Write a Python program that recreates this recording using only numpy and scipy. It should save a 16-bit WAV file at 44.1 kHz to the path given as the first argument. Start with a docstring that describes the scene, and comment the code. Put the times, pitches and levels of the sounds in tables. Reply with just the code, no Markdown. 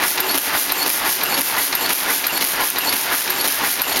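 """A rapier loom weaves close by in a block-walled shed, about two turns a second, over droning gears
and a motor. Each turn opens with a rush from the drive, and the rapiers (rods that carry the thread)
hiss in. A catch snaps, the sley (the swinging comb) rumbles, dry guides squeal and, in most turns,
a sheet-metal cover booms. Then steel parts meet in a quick run of clacks as the rapiers hiss out.
Now and then a lever knocks, a spring whistles or a loose part ticks."""
import sys
import numpy as np
from scipy import signal
from scipy.fft import rfft, irfft
from scipy.io import wavfile

SR = 44100
rng = np.random.default_rng(int(sys.argv[2]) if len(sys.argv) > 2 else 0)


def wav_out(sig):
    """Save sig, one row per channel (or a flat mono array), as 16-bit PCM at SR to the path in sys.argv[1]."""
    wavfile.write(sys.argv[1], SR, np.round(np.clip(np.atleast_2d(sig).T, -1, 1) * 32767).astype(np.int16))


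N = 176400
T = np.arange(N) / SR

# Turns of the main shaft. Each row: start in seconds, then how many dB louder or softer this turn
# makes the drive, rapiers, sley, clacks, squeaks, cover and squeal.
SHAFT_TURNS = [(0, -1, -0.5, 2, -2, -0.5, 3.5, 2.5), (0.5171, -1.5, 0, -0.5, -2.5, 2, 1.5, 3),
               (1.032, -3.5, 0, 3, -3.5, 0.5, 0, 2), (1.5487, -4, 0, 2, -3.5, 1.5, -6, 3.5),
               (2.065, -4.5, -0.5, 1, -2, 1, -24, 0), (2.5815, -1.5, -1.5, 1.5, -3.5, 1.5, -11, 2.5),
               (3.0988, -3, -0.5, 0.5, -2, -0.5, -3.5, -2), (3.615, -3.5, -1, 2, -2.5, 2, -23, -2.5)]
# Notes at which the cast frame rings. Each row: pitch in Hz, width in Hz, boost in dB.
FRAME_NOTES = [(280.7, 17, 6.5), (372, 7.1, 5), (892, 11, 4.5), (1090, 20, 1), (1205, 12, 4),
               (1425, 39, 5.5), (1670, 56, 5), (1960, 23, 3.5)]

# The tone colour of each part's noise. Each row: frequency in Hz, relative strength there in dB.
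GEAR_COLOUR = [(25, -48), (160, -8), (280, -3), (500, -2.5), (900, 0.5), (1300, -0.5), (1900, 3.5),
               (3000, 1), (5000, -0.5), (7000, -3), (9000, -5), (11500, -4), (13000, -1), (14500, -24),
               (16000, -5.5)]
COVER_COLOUR = [(330, -36), (362, -4), (374, 6), (385, -13), (420, -25), (700, -16.5), (880, -8),
                (1100, -18), (4000, -46)]
GUIDE_COLOUR = [(3000, -35), (5500, -26), (7300, 10), (8600, 7), (10000, 0), (11500, 10.5), (13000, 12.5),
                (16000, -18)]
SLEY_COLOUR = [(25, -34), (50, -12), (100, -13.5), (180, -8), (290, -2), (400, -1), (550, -4), (850, 2.5),
               (1400, -5), (2800, -4.5), (7000, -17.5), (16000, -44)]
DRIVE_COLOUR = [(200, -13), (500, -9), (900, 3), (1400, -0.5), (2100, -1.5), (2900, -6.5), (5000, -11),
                (9000, -52)]
RAPIER_COLOUR = [(500, -28), (1800, -6.5), (3500, -5), (6500, -2.5), (9000, -1.5), (11000, 4), (12800, 4.5),
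                 (14500, -7.5), (16000, -5)]
KNOCK_COLOUR = [(300, -13), (1700, -3.5), (2300, 5), (3200, -15), (4100, 0), (5200, -6), (16000, -23)]
CATCH_COLOUR = [(200, -21), (1400, -2), (3000, -16), (4700, -3.5), (6200, -18), (10100, -3), (10800, -11),
                (11500, 0), (12900, 7), (13900, -3), (14300, -10)]

# Moments when a moving part is loudest.
# Each row: seconds into the turn, level in dB, rise time in seconds, fall time in seconds.
COVER_SWELLS = [(.285, -32.5, 0.086, 0.06)]
GUIDE_SWELLS = [(.222, -29.5, 0.022, 0.02), (.29, -25, 0.039, 0.021)]
SLEY_SWELLS = [(.022, -26, 0.016, 0.042), (.19, -28.5, 0.032, 0.013), (.272, -26.5, 0.027, 0.063),
               (.302, -29, 0.0061, 0.011), (.356, -26.5, 0.019, 0.021), (.46, -33.5, 0.051, 0.056)]
DRIVE_SWELLS = [(-.005, -21, 0.032, 0.017), (.033, -20, 0.014, 0.022), (.19, -25, 0.0064, 0.04)]
RAPIER_SWELLS = [(.04, -21, 0.021, 0.058), (.09, -20, 0.039, 0.055), (.36, -19, 0.014, 0.0066),
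                 (.41, -19.5, 0.034, 0.051), (.475, -25.5, .03, 0.028)]

# Parts that ring or squeak. Each row: delay in seconds, pitch in Hz, slide in Hz per second, level in dB,
# rise in seconds, seconds to fade by 60 dB, flutter speed in Hz, roughness (0 is pure, 1 or more is rough).
SQUEAK_NOTES = [(.002, 1650, 10000, -22.5, 0.037, 0.075, 130, 0.7),
                (.008, 954, 3000, -28, 0.018, .07, 90, 0.7), (.024, 1507, 0, -24, .002, .09, 110, .8),
                (0.178, 4025, 0, -24.5, 0.0018, 0.2, 300, 1),
                (0.178, 2425, 0, -24, 0.0033, 0.079, 200, 0.8),
                (0.207, 11400, 0, -20.5, 0.0038, 0.084, 220, 0.6),
                (.212, 2820, -2500, -24.5, 0.016, 0.2, 130, .85),
                (0.256, 7400, -7000, -25.5, 0.0091, .16, 190, 1.2)]
# A dry guide sings faintly, squeals and breaks up. The rows read like the squeaks.
SQUEAL_NOTES = [(.254, 4430, 0, -31, .02, .3, 70.2, 0.67), (0.284, 4320, 2800, -19.5, 0.02, 0.09, 60, 0.23),
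                (.309, 4670, 0, -21.5, 0.0024, 0.083, 280, 0.9)]
# The low and the high note of a spring. The rows read like the squeaks.
SPRING_NOTES = [(0, 6715, 0.0022, 0, 0.0054, 0.19, 30.02, 0.32), (0, 11300, 0, 0, 0.004, 0.12, 30, .15)]
# Whistles of that spring. Each row: start in seconds, low note's level in dB, high note's level in dB.
SPRING_WHISTLES = [(0.312, -40, -15.5), (1.344, -23, -16), (2.893, -40, -20), (3.41, -30, -17),
                   (3.927, -24, -25)]

# Ticks of loose parts, and knocks of the levers. Each row: start in seconds, level in dB.
LOOSE_TICKS = [(1.41, -7), (1.9505, -15), (2.6755, -22), (2.702, -4)]
LEVER_KNOCKS = [(0.176, -20), (1.7268, -17), (1.9046, -17), (2.2413, -19), (2.4215, -17), (2.9252, -19),
                (3.452, -17), (3.9686, -17)]
# Steel hitting steel in every turn. Each row: seconds into the turn, thud level in dB,
# clank level in dB, tick level in dB, rise in seconds, seconds to fade by 60 dB.
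STEEL_HITS = [(.125, -59, -34, -26, 0.00083, 0.035), (0.1766, -30, -17.5, -26, 0.00052, 0.046),
              (0.3095, -28, -16, -13, 0.0011, 0.047), (.3440, -21.5, -15, -18, 0.0003, 0.039),
              (0.3534, -21.5, -22, -21, 0.00024, 0.056), (0.3769, -21, -10.5, -3, 0.00093, 0.0096),
              (0.3837, -40, -11, -4.5, 0.00026, 0.011)]


def from_db(db):
    """Turn decibels into a number to multiply the sound by."""
    return 10 ** (np.asarray(db) / 20)


def unit_power(x):
    """Scale a signal so that its average power is 1."""
    return x / np.sqrt(np.mean(x ** 2) + 1e-20)


def dying(t, fade_s):
    """A curve that falls by 60 dB every fade_s seconds."""
    return np.exp(-np.log(1000) * t / fade_s)


def drift(hz, size):
    """A smooth random wobble, mostly slower than hz."""
    freqs = np.arange(size // 2 + 1) * SR / size
    return unit_power(irfft(rfft(rng.standard_normal(size)) / (1 + (freqs / hz) ** 2), size))


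def add(out, start_s, sound):
    """Mix a sound in at the given time."""
    i = max(int(start_s * SR), 0)
    out[i:i + len(sound)] += sound[:max(N - i, 0)]


def band_pass(x, band_hz):
    """Keep one band of frequencies, boosted so that white noise keeps its power."""
    sos = signal.butter(2, band_hz, "band", fs=SR, output="sos")
    return signal.sosfilt(sos, x + 1e-18) * np.sqrt(SR / 2 / (band_hz[1] - band_hz[0]))


def rubbing(colour, grain_db):
    """Friction: coloured noise broken into tiny grains. More grain_db makes it grittier."""
    hz, db = np.transpose(colour)
    grains = rng.standard_normal(N) * from_db(grain_db * drift(hz=340, size=N))
    freqs = np.maximum(np.arange(N // 2 + 1) * SR / N, 1)
    gains = from_db(np.interp(np.log(freqs), np.log(hz), db))
    return unit_power(irfft(rfft(grains) * gains, N))


def shed_echo(x, fade_s=0.67, level_db=-5.5):
    """The block walls throw the sound back as a dull wash, starting 8 ms later."""
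    t = np.arange(SR) / SR
    tail = rng.standard_normal(SR) * dying(t, fade_s) * (t > .008)
    tail /= np.sqrt(np.sum(tail ** 2))
    dull_tail = signal.sosfilt(signal.butter(1, 4000, fs=SR, output="sos"), tail)
    return from_db(level_db) * signal.fftconvolve(x, dull_tail)[:N]


def ringing_frame(x):
    """The cast frame rings along with its parts, boosting its own notes."""
    return x + sum((from_db(db) - 1) * signal.lfilter(*signal.iirpeak(hz, hz / width, fs=SR), x)
                   for hz, width, db in FRAME_NOTES)


def motor_hum(hz=49.8, level_db=-66.5):
    """The motor hums on one faint, low note."""
    return from_db(level_db) * np.sqrt(2) * np.sin(2 * np.pi * hz * T)


def gear_drone(level_db=-25.5):
    """The gears rub all the time, making a steady, grainy noise."""
    return from_db(level_db) * rubbing(GEAR_COLOUR, grain_db=2.5)


def moving_part(starts, turn_db, swells, colour, turn_s=.5163):
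    """A part rubs louder as it gathers speed, at the same points of every turn."""
    power = np.zeros(N)
    for start, db in zip(starts, turn_db):
        for peak_s, level_db, rise_s, fall_s in swells:
            t = T - start - peak_s
            near = np.abs(t) < turn_s / 2
            width_s = np.where(t[near] < 0, rise_s, fall_s)
            power[near] += from_db(db + level_db) ** 2 * np.exp(-(t[near] / width_s) ** 2)
    return np.sqrt(power) * rubbing(colour, grain_db=2)


def singing_parts(starts, levels_db, notes, spread_db=1.0, detune=.0005):
    """Springs and guides sing briefly, some cleanly and some as a rough scrape."""
    out, t = np.zeros(N), np.arange(SR // 5) / SR
    for start, level_db in zip(starts, levels_db):
        for delay_s, hz, slide, db, rise_s, fade_s, flutter_hz, rough in notes:
            level_chance, pitch_chance = rng.standard_normal(2)
            rough = min(rough, 1)
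            # A complex wobble shakes both the loudness and the pitch.
            wobble = drift(flutter_hz, len(t)) + 1j * drift(flutter_hz, len(t))
            flutter = np.sqrt(1 - rough) + np.sqrt(rough / 2) * wobble
            pitch_hz = hz * (1 + detune * pitch_chance) + slide * t
            tone = np.real(flutter * np.exp(2j * np.pi * np.cumsum(pitch_hz) / SR))
            envelope = np.minimum(t / rise_s, 1) * dying(np.maximum(t - rise_s, 0), fade_s)
            add(out, start + delay_s, from_db(db + level_db + spread_db * level_chance) * envelope * tone)
    return out


def spring_whistles():
    """A plucked spring rings on two clear notes, in a different balance each time."""
    starts, *note_db = np.transpose(SPRING_WHISTLES)
    return sum(singing_parts(starts, db, [note]) for db, note in zip(note_db, SPRING_NOTES))


def loose_ticks():
    """Now and then a loose steel part gives one bright tick."""
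    out, t = np.zeros(N), np.arange(SR // 20) / SR
    for start, db in LOOSE_TICKS:
        add(out, start, from_db(db) * dying(t, fade_s=0.007) * rng.standard_normal(len(t)))
    return band_pass(out, band_hz=(8530, 13700))


def hard_blows(starts, levels_db, colour, hold_s, fade_s):
    """Struck steel rings on so many close notes that it sounds like noise: it holds, then dies fast."""
    envelope, t = np.zeros(N), np.arange(SR // 10) / SR
    for start, db in zip(starts, levels_db):
        add(envelope, start, from_db(db) * dying(np.maximum(t - hold_s, 0), fade_s))
    return envelope * rubbing(colour, grain_db=0)


def steel_clacks(starts, turn_db, jitter_s=.0003, spread_db=1):
    """Each hit is a dying burst in the frame (thud), the levers (clank) and small steel parts (tick)."""
    thud_hz, clank_hz, tick_hz = (220, 1140), (1530, 5960), (8840, 13600)
    alike = 0.74  # share of a burst's power that is the same noise in every turn
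    out, t = np.zeros(N), np.arange(SR // 8) / SR
    times = starts[:, None] + np.array(STEEL_HITS)[:, 0]
    times += jitter_s * rng.standard_normal(times.shape)
    for band, band_hz in enumerate((thud_hz, clank_hz, tick_hz)):
        bursts = np.zeros(N)
        for hit_times, (_, *band_db, rise_s, fade_s) in zip(times.T, STEEL_HITS):
            same_noise = rng.standard_normal(len(t))
            envelope = dying(t, fade_s) * (1 - np.exp(-t / rise_s))
            for start, db in zip(hit_times, turn_db):
                noise = np.sqrt(alike) * same_noise + np.sqrt(1 - alike) * rng.standard_normal(len(t))
                gain = from_db(db + band_db[band] - spread_db * rng.standard_normal())
                add(bursts, start, gain * envelope * noise)
        out += band_pass(bursts, band_hz)
    return out


def scene():
    """The whole loom, the same in both channels. Only the steel hits echo off the walls."""
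    starts, drive_db, rapier_db, sley_db, clack_db, squeak_db, cover_db, squeal_db = np.transpose(
        SHAFT_TURNS)
    drive = moving_part(starts, drive_db, DRIVE_SWELLS, DRIVE_COLOUR)
    rapiers = moving_part(starts, rapier_db, RAPIER_SWELLS, RAPIER_COLOUR)
    sley = moving_part(starts, sley_db, SLEY_SWELLS, SLEY_COLOUR)
    guides = moving_part(starts, squeak_db, GUIDE_SWELLS, GUIDE_COLOUR)
    cover = moving_part(starts, cover_db, COVER_SWELLS, COVER_COLOUR)
    friction = drive + rapiers + sley + guides + gear_drone()
    catch = hard_blows(starts + .2025, clack_db - 8.5, CATCH_COLOUR, hold_s=0.003, fade_s=0.031)
    levers = hard_blows(*np.transpose(LEVER_KNOCKS), KNOCK_COLOUR, hold_s=0.0018, fade_s=0.043)
    steel = steel_clacks(starts, clack_db) + catch + levers + loose_ticks()
    squeaks = singing_parts(starts, squeak_db, SQUEAK_NOTES)
    squeals = singing_parts(starts, squeal_db, SQUEAL_NOTES)
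    singing = squeaks + squeals + spring_whistles()
    loom = ringing_frame(friction + singing + steel + shed_echo(steel)) + cover + motor_hum()
    return np.array([loom, loom])


def gain_control(x, limit_db=-5.5, share=0.77, attack_s=0.0026, recover_db_per_s=74):
    """A peak over the limit turns the volume down by a share of the excess; then it creeps back."""
    over_db = np.maximum(20 * np.log10(np.abs(x).max(axis=0) + 1e-9) - limit_db, 0)
    held_db = np.maximum.accumulate(over_db + recover_db_per_s * T) - recover_db_per_s * T
    smoothing = np.exp(-1 / (attack_s * SR))
    smooth_db = signal.lfilter([1 - smoothing], [1, -smoothing], held_db)
    return x * from_db(-share * smooth_db)


def record(dry):
    """The microphone loses a band of treble, the volume dips after loud clacks, and the very top is cut."""
    notch_hz, notch_width_hz, cutoff_hz = 7880, 1760, 15800
    notched = signal.lfilter(*signal.iirnotch(notch_hz, notch_hz / notch_width_hz, fs=SR), dry)
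    low_pass = signal.ellip(12, .2, 80, cutoff_hz, fs=SR, output="sos")
    return signal.sosfilt(low_pass, gain_control(notched))


dry = scene()
out = record(dry)
wav_out(out)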